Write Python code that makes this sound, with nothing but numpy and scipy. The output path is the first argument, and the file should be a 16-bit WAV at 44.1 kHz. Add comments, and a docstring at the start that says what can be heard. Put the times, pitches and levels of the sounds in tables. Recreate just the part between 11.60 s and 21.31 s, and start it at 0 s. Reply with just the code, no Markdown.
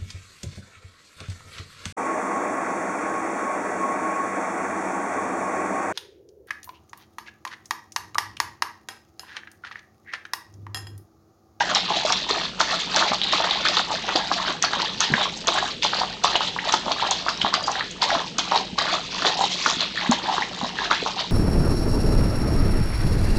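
"""Dogs lapping from a bowl

Two dogs lap from one small bowl on a wooden kitchen table, close to the microphone.
Each lap is a sharp tongue strike and a softer draw after a dip in the idle crackle; licks fall in between.
They drive swarms of tiny ringing cavities: low ones slosh as bubbles, high ones crackle as saliva films.
Single ringing cavities make plops, wet snaps, clear bubbles and dull thuds; one tick rings the bowl.
Decaying noise gives the small room its tail; shaped noise and wavering sines lie underneath as noise and hum."""
import sys
import numpy as np
from scipy import signal
from scipy.fft import rfft, irfft, next_fast_len
from scipy.io import wavfile
from scipy.ndimage import uniform_filter1d

SR = 44100
rng = np.random.default_rng(int(sys.argv[2]) if len(sys.argv) > 2 else 0)


def transcribe(signal):
    """Save signal, clipped to [-1, 1], as a 16-bit WAV file at the path in sys.argv[1]."""
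    frames = np.atleast_2d(signal).T
    limited = np.clip(frames, -1, 1)
    pcm = np.round(limited * 32767).astype(np.int16)
    wavfile.write(sys.argv[1], SR, pcm)


N = 428211

# Levels in the event tables are relative; each layer adds its own gain.
# air pockets closing under a tongue: start_s, level_db, pitch_hz
PLOPS = [(0.006, -14.5, 1580.0), (0.116, -12.5, 1130), (0.159, -10.5, 1190), (0.305, -7, 845),
         (0.502, -7, 1070), (0.529, -13, 1250.0), (0.703, -10.5, 1140.0), (1.0045, -2.5, 1260),
         (1.14, -17.5, 1280), (1.367, -12.0, 1300.0), (1.375, -15.5, 1160), (1.412, -10.5, 1080),
         (1.425, -7, 1290), (1.518, -5.0, 877), (1.735, -5.0, 1040), (1.803, -10.5, 850.0),
         (1.843, -9, 1300.0), (2.065, -11, 1310), (2.171, -8.5, 1130), (2.194, -9.5, 1270),
         (2.305, -12, 815), (2.49, -11.5, 1370), (2.556, -9.5, 766), (2.715, -4.5, 1080.0),
         (2.905, -14, 1080), (3.039, -7.5, 1230), (3.134, -10.5, 1300.0), (3.201, -9, 1060),
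         (3.5384, -5.5, 1540), (3.579, -11.5, 990), (3.61, -12.5, 1200), (3.656, -13, 1080.0),
         (3.8753, -12.5, 1020), (3.887, -6, 920), (3.96, -10, 1060), (3.984, -13, 1470), (4.025, -11, 1020),
         (4.061, -21, 1300), (4.249, -6.5, 920.0), (4.334, -9, 1270.0), (4.416, -6.5, 980),
         (4.434, -11, 1150), (4.6449, -2.5, 1010), (4.754, -6, 955), (4.807, -9, 1000.0),
         (4.963, -14, 1010), (5.14, -4, 1180), (5.263, -12.5, 890), (5.281, -10.5, 945), (5.313, -10, 960),
         (5.425, -10.5, 840), (5.436, -11, 850), (5.514, -12, 900), (5.664, -12.0, 1010.0),
         (5.684, -5.5, 1240), (5.847, -6.5, 880), (5.864, -10.5, 1130.0), (5.94, -5, 1160),
         (6.081, -8.5, 1000), (6.092, -8.5, 1030.0), (6.155, -15.5, 1480), (6.208, -15.5, 1740),
         (6.427, -5.5, 1030), (6.504, -8, 1350), (6.551, -5, 990), (6.7864, -8, 1060), (6.9199, -2, 1060),
         (6.96, -8, 830), (7.186, -7, 1130), (7.622, -12, 1360), (7.67, -11, 714), (7.8097, -6, 880),
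         (7.839, -9, 826), (8.061, -4.5, 1280.0), (8.5204, -5.5, 1070), (8.69, -12.5, 912),
         (8.781, -8.5, 1020.0), (9.013, -13.5, 900), (9.312, -1, 1230), (9.334, -16, 1350),
         (9.462, -8.5, 947)]
# a tongue peeling off the liquid or the palate: start_s, level_db, pitch_hz
SNAPS = [(0.1492, -6.0, 4950), (0.169, -14.5, 3150), (0.523, -8, 5200), (0.71, -12.5, 4200.0),
         (1.012, -11.5, 4230), (1.345, -12.5, 3940), (1.362, -7, 5700), (1.545, -15, 4330),
         (1.616, -10, 3450), (1.635, -13.5, 3460), (1.725, -13, 3620), (1.9095, -13, 3630),
         (2.0857, -10, 4430.0), (2.169, -7.5, 3700), (2.185, -11.5, 4400), (2.559, -6, 4180),
         (3.025, -6, 6030), (3.0468, -12, 4200), (3.133, -17, 3900), (3.219, -10, 3860), (3.4051, -6, 6200),
         (3.445, -15.0, 4250), (3.614, -14.5, 3500.0), (3.872, -10, 6000), (3.882, -11, 3440),
         (3.942, -19, 7200), (4.224, -12.5, 3450), (4.244, -18.5, 5760), (4.346, -15, 4130),
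         (4.4, -14, 4500), (4.639, -11.0, 5800.0), (4.756, -10.5, 2850), (4.761, -14, 3000),
         (5.124, -11, 5830), (5.141, -9, 4500.0), (5.318, -10.5, 4000), (5.51, -7.5, 6100),
         (5.691, -15, 4900), (5.775, -24, 5400), (5.816, -9.5, 3040), (5.94, -8, 4780), (6.117, -18, 5900),
         (6.312, -23, 6650), (6.42, -9, 4080), (6.429, -13.0, 4900), (6.784, -10.5, 6130),
         (6.793, -17, 3950), (6.959, -14.5, 4100), (6.976, -12.5, 4100), (7.187, -11, 4370),
         (7.223, -17, 4230), (7.667, -8, 3760), (8.207, -11, 3700.0), (8.513, -9.5, 6400.0)]
# laps, a strike and then a draw: strike_s, draw_delay_s, strike_slosh_db, strike_crackle_db,
# draw_slosh_db, draw_crackle_db, crackle_top_db (upper part of the crackle)
LAPS = [(0.157, 0.22, -29.5, -20, -27.5, -23.5, -12.0), (0.522, 0.097, -41.5, -24, -38, -26, -14),
        (0.693, 0.096, -27, -24.5, -26, -29, -5.5), (0.997, 0.13, -29.5, -24, -25.5, -26.5, -3),
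        (1.359, 0.037, -25, -33, -25.5, -19.5, -9), (1.725, 0.12, -26.5, -21.5, -25, -24.5, -8),
        (2.052, 0.12, -24, -21.5, -29, -22, -10.5), (2.557, 0.18, -23, -31, -36, -26, -6),
        (3.026, 0.18, -30.5, -29, -28, -27.5, -9.5), (3.406, 0.22, -28.0, -18.0, -26.5, -22, -11.5),
        (3.871, 0.11, -34.5, -22.5, -25.5, -22.5, -11), (4.232, 0.16, -35, -18, -28, -24.5, -11),
        (4.643, 0.1, -28.0, -20.0, -25.5, -27, -8.5), (5.123, 0.18, -33.5, -23.5, -31.5, -32, -7.5),
        (5.506, 0.192, -33, -27.5, -33.5, -31, -4.5), (5.932, 0.262, -26, -31.5, -33, -26.5, -20),
        (6.42, 0.11, -28, -21.5, -27.5, -24.5, -9), (6.785, 0.17, -39.5, -26, -24, -25.0, -7.5),
        (7.185, 0.15, -26, -23.5, -26, -23.0, -10), (7.649, 0.19, -19, -21.5, -33.5, -24.5, -4),
        (8.041, 0.056, -28, -29, -31, -21, -4), (8.514, 0.23, -27, -22.5, -32.5, -28.5, -10.5),
        (9.307, 0.13, -28, -21.5, -43, -33.5, -7.5)]
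# softer licks between the laps: start_s, length_s, slosh_db, crackle_db, crackle_top_db
LICKS = [(0.004, 0.007, -25.5, -26.0, -4.5), (0.099, 0.022, -28, -26, -8.5), (0.297, 0.046, -33, -31, -9),
         (0.46, 0.036, -32.5, -26, -3), (0.828, 0.03, -52, -26.5, -23), (1.177, 0.062, -43.5, -26.0, -12),
         (1.472, 0.061, -28, -26.5, -8), (1.662, 0.12, -35, -24.5, -16), (1.893, 0.18, -34, -25.5, -15.5),
         (2.336, 0.0099, -28, -27.0, -5.5), (2.472, 0.065, -30.5, -27.5, -11),
         (2.785, 0.029, -30.5, -30.5, -12), (2.876, 0.029, -25.5, -25.5, -11),
         (3.135, 0.01, -34.5, -31.5, -10.5), (3.262, 0.013, -35.5, -28, -13.0),
         (3.344, 0.045, -48.5, -34, -8), (3.766, 0.038, -55, -39.5, 1), (4.057, 0.057, -38, -30.5, -8),
         (4.502, 0.016, -39.5, -33, -19), (4.83, 0.043, -35.5, -25, -11.5), (5.076, 0.017, -27.5, -25, -9),
         (5.405, 0.071, -28, -25.5, -15), (5.57, 0.02, -41.5, -31.5, -7), (5.833, 0.053, -33.5, -27.5, -17),
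         (6.044, 0.06, -37, -41.5, 6), (6.593, 0.0046, -28.5, -30.5, -10.5), (6.663, 0.02, -49.5, -40, -1),
         (7.274, 0.02, -28.5, -35, -12), (7.545, 0.087, -36.5, -28, -8.5),
         (7.917, 0.11, -43.5, -28.5, -5.5), (8.221, 0.011, -33.5, -22.5, -22),
         (8.375, 0.1, -32.5, -28, -14), (8.644, 0.091, -30.5, -32.5, -11), (8.752, 0.075, -33, -29.5, -12),
         (8.916, 0.076, -40, -35.5, -7.5), (9.033, 0.052, -35, -34.5, -5.5),
         (9.204, 0.057, -30.5, -27, -13.5), (9.387, 0.015, -45.5, -30.5, -16),
         (9.485, 0.0076, -36, -29, -5.5), (9.591, 0.019, -32, -24.5, -14.5),
         (9.647, 0.012, -44.5, -36, -24)]

# a strike starts almost at once and dies away; a draw swells and sinks
STRIKE_RISE_DB_PER_S, STRIKE_FALL_DB_PER_S = 2002, 154
DRAW_RISE_DB_PER_S, DRAW_FALL_DB_PER_S = 125.5, 190
LICK_RISE_DB_PER_S, LICK_FALL_DB_PER_S = 224.5, 260
# every plop leaves a brief slosh behind, every snap a brief crackle
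PLOP_WAKE_DB, SNAP_WAKE_DB, WAKE_FALL_DB_PER_S = -17.5, -13.5, 474
# liquid and wet lips are never quite still
REST_SLOSH_DB, REST_TOP_DB = -53.5, -10
# open jaws let out the slosh's upper resonance: upper against lower part, by movement
STRIKE_GAPE_DB, DRAW_GAPE_DB, LICK_GAPE_DB, WAKE_GAPE_DB = 1.5, -4, -1, -14.5
# wider jaws also make higher plops: upper gain per octave of plop pitch
GAPE_DB_PER_OCTAVE, MID_PLOP_HZ = 11.5, 1080
# the mouth falls quiet while the tongue reaches out for the next strike
REACH_S, REACH_HUSH_DB = .045, 15.5


def from_db(db):
    """Decibels to gain."""
    return 10 ** (np.asarray(db) / 20)


def rms_one(x):
    """Scale to an rms of 1."""
    return x / np.sqrt(np.mean(x ** 2) + 1e-20)


def at_hz(points, hz):
    """Read a table on a log-frequency axis."""
    freqs, values = np.transpose(points)
    return np.interp(np.log(np.maximum(hz, 1)), np.log(freqs), values)


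def coloured(x, spectrum):
    """Filter with a smooth gain curve that falls away below its first point; rms 1."""
    size = next_fast_len(N)
    hz = np.arange(size // 2 + 1) * SR / size
    gain = from_db(at_hz(spectrum, hz)) * np.minimum(hz / spectrum[0][0], 1) ** 2
    return rms_one(irfft(rfft(x, size) * gain, size)[:N])


def brightened(x, hz, top_db):
    """Raise or lower everything above hz by a level that moves in time."""
    size = next_fast_len(N)
    freqs = np.arange(size // 2 + 1) * SR / size
    low = irfft(rfft(x, size) / (1 + (freqs / hz) ** 12), size)[:N]
    return low + from_db(top_db) * (x - low)


def drift(rate):
    """Random wander through `rate` points a second, joined by lines; rms 1."""
    knots = rng.standard_normal(4096)
    return rms_one(np.interp(np.arange(N) / SR * rate, np.arange(len(knots)), knots))


def add(out, s, sound):
    """Mix a sound in at time s."""
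    start = int(np.clip(round(s * SR), 0, N - 1))
    out[start:start + len(sound)] += sound[:N - start]


def background():
    """Soft room noise with an appliance hum that wavers in level and phase."""
    # colour of the room noise: freq_hz, gain_db
    noise_colour = [(25, -10), (52, -6), (70, -10.5), (110, -6), (185, 2), (300, -4), (500, -5),
                    (1000, -37.5), (3000, -8.5), (8000, -26.5)]
    # appliance hum, level before its wavering: freq_hz, rms_db
    hum_tones = [(52, -59.5), (182, -50.5)]
    t = np.arange(N) / SR
    hum = np.zeros(N)
    for hz, db in hum_tones:
        level = np.sqrt(2) * from_db(db + 3.8 * drift(14))
        hum += level * np.sin(2 * np.pi * hz * t + 1.3 * drift(12))
    noise = coloured(rng.standard_normal(N), noise_colour)
    return hum + from_db(-39) * noise


def cavity(hz, cycles, rise):
    """A small air pocket loses 60 dB in `cycles` as it shrinks and its pitch rises by a share; peak 1."""
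    turns = np.arange(int(2 * cycles * SR / hz) + 2) * hz / SR
    envelope = (1 - np.exp(-(2 * turns) ** 2)) * from_db(-60 * turns / cycles)
    wave = envelope * np.sin(2 * np.pi * turns * (1 + rise * turns / cycles / 2))
    return wave / (np.abs(wave).max() + 1e-9)


def grains(per_s, low_hz, high_hz, cycles, rise, spread_db, mouth_db, favoured, even_s, count):
    """A swarm of tiny cavities of random size and pitch, evened to a steady level."""
    born = np.flatnonzero(rng.random(N) < per_s / SR)
    strengths = from_db(spread_db * np.minimum(rng.exponential(1, N), 4))
    sizes = (strengths * rng.choice([-1, 1], N))[born]
    dealt = rng.integers(0, count, N)[born]
    pitches = np.geomspace(low_hz, high_hz, count)
    # the mouth favours its own pitch and the octaves of it, and these slide up and down
    octaves_off = np.log2(pitches[dealt] / favoured[born])
    sizes = sizes * from_db(mouth_db * np.cos(2 * np.pi * octaves_off))
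    out = np.zeros(N + SR)
    for k, hz in enumerate(pitches):
        pop = cavity(hz, cycles, rise)
        chosen = dealt == k
        places = born[chosen, None] + np.arange(len(pop))
        np.add.at(out, places, sizes[chosen, None] * pop * hz / low_hz)
    power = uniform_filter1d(out[:N] ** 2, max(int(even_s * SR), 2))
    return out[:N] / np.sqrt(np.abs(power) + power.mean() / 100)


def pitch_of(rows):
    """The pitch of the mouth's cavity (Hz), gliding from one pop to the next."""
    s, _, hz = np.transpose(rows)
    return np.interp(np.arange(N) / SR, s, hz)


def mouth(rows, wander, rate):
    """The pitch that the mouth favours (Hz): that of its pops, wandering by a share of an octave."""
    return pitch_of(rows) * 2 ** (wander * drift(rate))


def jaw_opening():
    """How much of the upper resonance the jaws let out (dB); it goes with the pitch of the plops."""
    return GAPE_DB_PER_OCTAVE * np.log2(pitch_of(PLOPS) / MID_PLOP_HZ)


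def lick(s, length, db, tone_db):
    """A tongue wipes along the bowl or the lips."""
    return s, LICK_RISE_DB_PER_S, length, LICK_FALL_DB_PER_S, db, tone_db


def wake(s, db, tone_db):
    """Liquid settles after a plop or snap."""
    return s, STRIKE_RISE_DB_PER_S, 0, WAKE_FALL_DB_PER_S, db, tone_db


def strike(s, db, tone_db):
    """The tongue hits the liquid."""
    return s, STRIKE_RISE_DB_PER_S, 0, STRIKE_FALL_DB_PER_S, db, tone_db


def draw(s, db, tone_db):
    """The tongue pulls liquid up and the jaws close on it."""
    return s, DRAW_RISE_DB_PER_S, 0, DRAW_FALL_DB_PER_S, db, tone_db


def movements(rows, rest_db, rest_tone_db):
    """Sum the power of overlapping movements over a resting level; give level and tone (dB)."""
    # rows: start_s, rise_db_per_s, hold_s, fall_db_per_s, level_db, tone_db
    s, rise, hold, fall, db, tone_db = np.transpose(rows)[:, :, None]
    coarse_t = np.arange(0, N / SR, .001)
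    before = np.maximum(s - coarse_t, 0)
    after = np.maximum(coarse_t - s - hold, 0)
    power = from_db(db - rise * before - fall * after) ** 2
    upper_power = power * from_db(tone_db) ** 2
    t = np.arange(N) / SR
    total = np.interp(t, coarse_t, power.sum(axis=0)) + from_db(rest_db) ** 2
    upper = np.interp(t, coarse_t, upper_power.sum(axis=0)) + from_db(rest_db + rest_tone_db) ** 2
    return 10 * np.log10(total), 10 * np.log10(upper / total)


def stirring():
    """How hard the tongues stir the liquid, and the gape of the jaws (dB)."""
    rows = [lick(s, length, db, LICK_GAPE_DB) for s, length, db, _, _ in LICKS]
    rows += [wake(s, db + PLOP_WAKE_DB, WAKE_GAPE_DB) for s, db, _ in PLOPS]
    for s, delay, strike_db, _, draw_db, _, _ in LAPS:
        rows += [strike(s, strike_db, STRIKE_GAPE_DB), draw(s + delay, draw_db, DRAW_GAPE_DB)]
    return movements(rows, REST_SLOSH_DB, LICK_GAPE_DB)


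def slosh():
    """Stirred liquid: clumps of bubbles, more of them the harder it is stirred."""
    # colour of the bubbles: freq_hz, gain_db
    bubble_colour = [(120, -33), (300, -6), (500, -7.5), (600, 1.5), (800, 5), (1120, 3.5), (1400, -1),
                     (1850, 0.5), (2300, -9), (3500, -21.5)]
    level_db, gape_db = stirring()
    per_s = 1000 * from_db(.4 * (level_db + 30.5))
    favoured = mouth(PLOPS, wander=0.32, rate=25)
    bubbles = grains(per_s, low_hz=284, high_hz=2697, cycles=19, rise=0.3, spread_db=5.5,
                     mouth_db=4.5, favoured=favoured, even_s=0.013, count=36)
    bubbles = coloured(bubbles, bubble_colour)
    return from_db(level_db + 1.1) * brightened(bubbles, 1360, gape_db + 0.92 * jaw_opening())


def idling(gain_db):
    """Level of the idle crackle of wet lips (dB), hushed just before each strike."""
    # idle crackle before the gain: time_s, level_db
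    idle_level = [(0.0, -30.5), (0.59, -23.5), (0.78, -33), (1.75, -29), (3.16, -30.5), (5.92, -34),
                  (7.02, -32.5), (7.92, -25.5), (8.56, -35.5), (9.7, -34)]
    t = np.arange(N) / SR
    reaching = sum(np.exp(-((t - s + REACH_S) / REACH_S) ** 2) for s, *_ in LAPS)
    return np.interp(t, *np.transpose(idle_level)) + gain_db - REACH_HUSH_DB * reaching


def smacking(strike_top_db):
    """How hard the wet tongues smack, and how brightly the films tear (dB)."""
    rows = [lick(s, length, db, top_db) for s, length, _, db, top_db in LICKS]
    rows += [wake(s, db + SNAP_WAKE_DB, REST_TOP_DB) for s, db, _ in SNAPS]
    for s, delay, _, strike_db, _, draw_db, top_db in LAPS:
        rows += [strike(s, strike_db, top_db + strike_top_db), draw(s + delay, draw_db, top_db)]
    return movements(rows, idling(gain_db=-5.0), REST_TOP_DB)


def smack():
    """Saliva films tear in a dense, clumpy crackle."""
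    # colour of the crackle: freq_hz, gain_db
    crackle_colour = [(900, -22), (1800, -11), (2500, -5.5), (3200, -2), (3900, 1), (4600, 1), (5600, -1.5),
                      (6700, -2.5), (8000, -8)]
    level_db, top_db = smacking(strike_top_db=-1.0)
    per_s = 1500 * from_db(3.5 * drift(80) + .5 * (level_db + 34.5))
    favoured = mouth(SNAPS, wander=0.31, rate=20)
    crackle = grains(per_s, low_hz=1300, high_hz=7450, cycles=19, rise=0.038, spread_db=2.5,
                     mouth_db=2.5, favoured=favoured, even_s=0.081, count=48)
    return from_db(level_db + 1.0) * brightened(coloured(crackle, crackle_colour), 4365, top_db)


def pops(rows, gain_db, cycles, rise, splash_db, splash_s, scatter, count):
    """Each row is one cavity closing, with a short splash of smaller ones near its pitch."""
    out = np.zeros(N)
    for s, db, hz in rows:
        # every cavity has its own damping and its own upward glide
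        length = np.exp(0.17 * rng.standard_normal())
        glide = rise * rng.uniform(0, 3.0)
        main = cavity(hz, cycles * length, glide)
        add(out, s, rng.choice([-1, 1]) * from_db(db + gain_db) * main)
        waits = (np.arange(count) + rng.random(count)) / count
        detunes = rng.permutation(np.linspace(-1, 1, count))
        signs = rng.choice([-1, 1], count)
        for wait, detune, sign in zip(waits, detunes, signs):
            drop = cavity(hz * np.exp(scatter * detune), cycles, glide)
            add(out, s + splash_s * wait, sign * from_db(db + splash_db) * np.exp(-wait) * drop)
    return out


def plops():
    """Air pockets close under the tongue and ring; closed jaws round the sound."""
    ringing = pops(PLOPS, gain_db=-2.0, cycles=11.0, rise=0.16,
                   splash_db=-12.0, splash_s=.009, scatter=0.3, count=4)
    return brightened(ringing, 1600, jaw_opening() + 0.52)


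def snaps():
    """A tongue peels off the liquid or palate: short, high-pitched cavity rings."""
    return pops(SNAPS, gain_db=4.0, cycles=23.3, rise=0.3,
                splash_db=-13.5, splash_s=0.0088, scatter=0.43, count=8)


def clear_bubbles(gain_db):
    """Lone bubbles near the surface sing, most of them gliding upwards."""
    # bubbles: start_s, level_db (before the gain), start_pitch_hz, ring_cycles,
    # pitch_rise_share (below 0 plays as steady)
    lone_bubbles = [(.318, -20, 850, 16, .3), (.4495, -18.5, 627, 29, -4), (3.5377, -17, 1630, 24, 4.5),
                    (4.9875, -20, 1540, 46, 3.7), (7.215, -25.5, 1150, 18, -1), (7.246, -29, 660, 16, 0),
                    (7.791, -19, 720, 14, .2), (8.3754, -19.5, 1730, 59, 0.7), (8.411, -24, 1690, 28, 4),
                    (8.461, -23, 1390, 25, 3), (8.821, -21, 1705, 99, 2), (9.045, -22, 950, 20, .3),
                    (9.187, -20, 1680, 44, -0.1), (9.255, -23, 1500, 35, .7), (9.472, -21, 1020, 18, .25)]
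    out = np.zeros(N)
    for s, db, hz, cycles, rise in lone_bubbles:
        add(out, s, from_db(db + gain_db) * cavity(hz, cycles, max(rise, 0)))
    return out


def thuds():
    """Jaws and bowl knock dully: low, short rings with a faint scatter behind."""
    # thuds: start_s, level_db (before the gain), pitch_hz
    knocks = [(.7077, -15, 420), (1.511, -23, 230), (2.5539, -16, 320), (3.167, -27, 215),
              (3.5006, -17, 252), (3.514, -17.5, 161), (3.522, -19.5, 353), (3.5366, -16.5, 211),
              (3.88, -19, 440), (5.1382, -18, 355), (5.266, -23, 230), (5.8393, -20, 230), (6.56, -24, 250),
              (7.128, -25, 183), (7.625, -26, 290), (8.065, -25, 250), (8.168, -23, 236),
              (8.4921, -9.5, 232), (8.503, -17.5, 260), (8.782, -21, 360), (9.029, -20, 230),
              (9.425, -18, 440)]
    return pops(knocks, gain_db=-1.0, cycles=9, rise=0.044,
                splash_db=-17, splash_s=0.009, scatter=0.45, count=3)


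def bowl():
    """A tooth's tick sets the bowl's modes ringing; the liquid damps them quickly."""
    # a tooth ticks against the bowl: start_s, level_db
    ticks = [(6.039, -23)]
    # modes of the bowl: freq_hz, level_db (against the tick), t60_s
    modes = [(3250, -11, 0.18), (4830, 4.5, 0.043)]
    out = np.zeros(N)
    for s, db in ticks:
        for hz, mode_db, t60 in modes:
            add(out, s, from_db(db + mode_db) * cavity(hz, t60 * hz, 0))
    return out


def room_tail():
    """A diffuse tail of noise that dies band by band; energy 1."""
    # ring time of the kitchen: freq_hz, t60_s
    kitchen_t60 = [(150, 0.17), (1000, 0.18), (4000, 0.32), (8000, 0.1)]
    t = np.arange(SR // 2) / SR
    edges = np.geomspace(90, 11000, num=8)
    tail = 0
    for low, high in zip(edges, edges[1:]):
        bandpass = signal.butter(2, [low, high], "band", fs=SR, output="sos")
        band = signal.sosfilt(bandpass, rng.standard_normal(len(t)))
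        t60 = at_hz(kitchen_t60, np.sqrt(low * high))
        tail = tail + band * np.exp(-np.log(1000) * t / t60)
    tail = tail * (1 - np.exp(-t / 0.00017))
    return tail / np.sqrt(np.sum(tail ** 2))


def kitchen(x, tail_db):
    """Reflections from table and walls: two tails trade places as the heads move."""
    pose = np.pi * drift(3)
    tail = np.zeros(N)
    for share in (np.cos(pose), np.sin(pose)):
        tail += signal.fftconvolve(x * share, room_tail())[:N]
    return x + from_db(tail_db) * tail


def scene():
    """Plops, snaps and thuds stand out of the slosh and crackle, all in one room over its background."""
    lapping = slosh() + smack() + plops() + snaps() + clear_bubbles(gain_db=5.5) + thuds() + bowl()
    return (kitchen(lapping, tail_db=-9.5) + background())[None, :]


def record(dry):
    """A small microphone: the treble rolls off, the tallest peaks are rounded, the top is cut steeply."""
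    treble_rolloff = signal.butter(4, 7400, fs=SR, output="sos")
    soft = signal.sosfilt(treble_rolloff, dry)
    rounded = soft / (1 + (soft / .72) ** 6) ** (1 / 6)  # peaks bend towards .72
    steep_cut = signal.ellip(8, .3, 70, 8400, fs=SR, output="sos")
    return signal.sosfilt(steep_cut, rounded)


dry = scene()
out = record(dry)
transcribe(out)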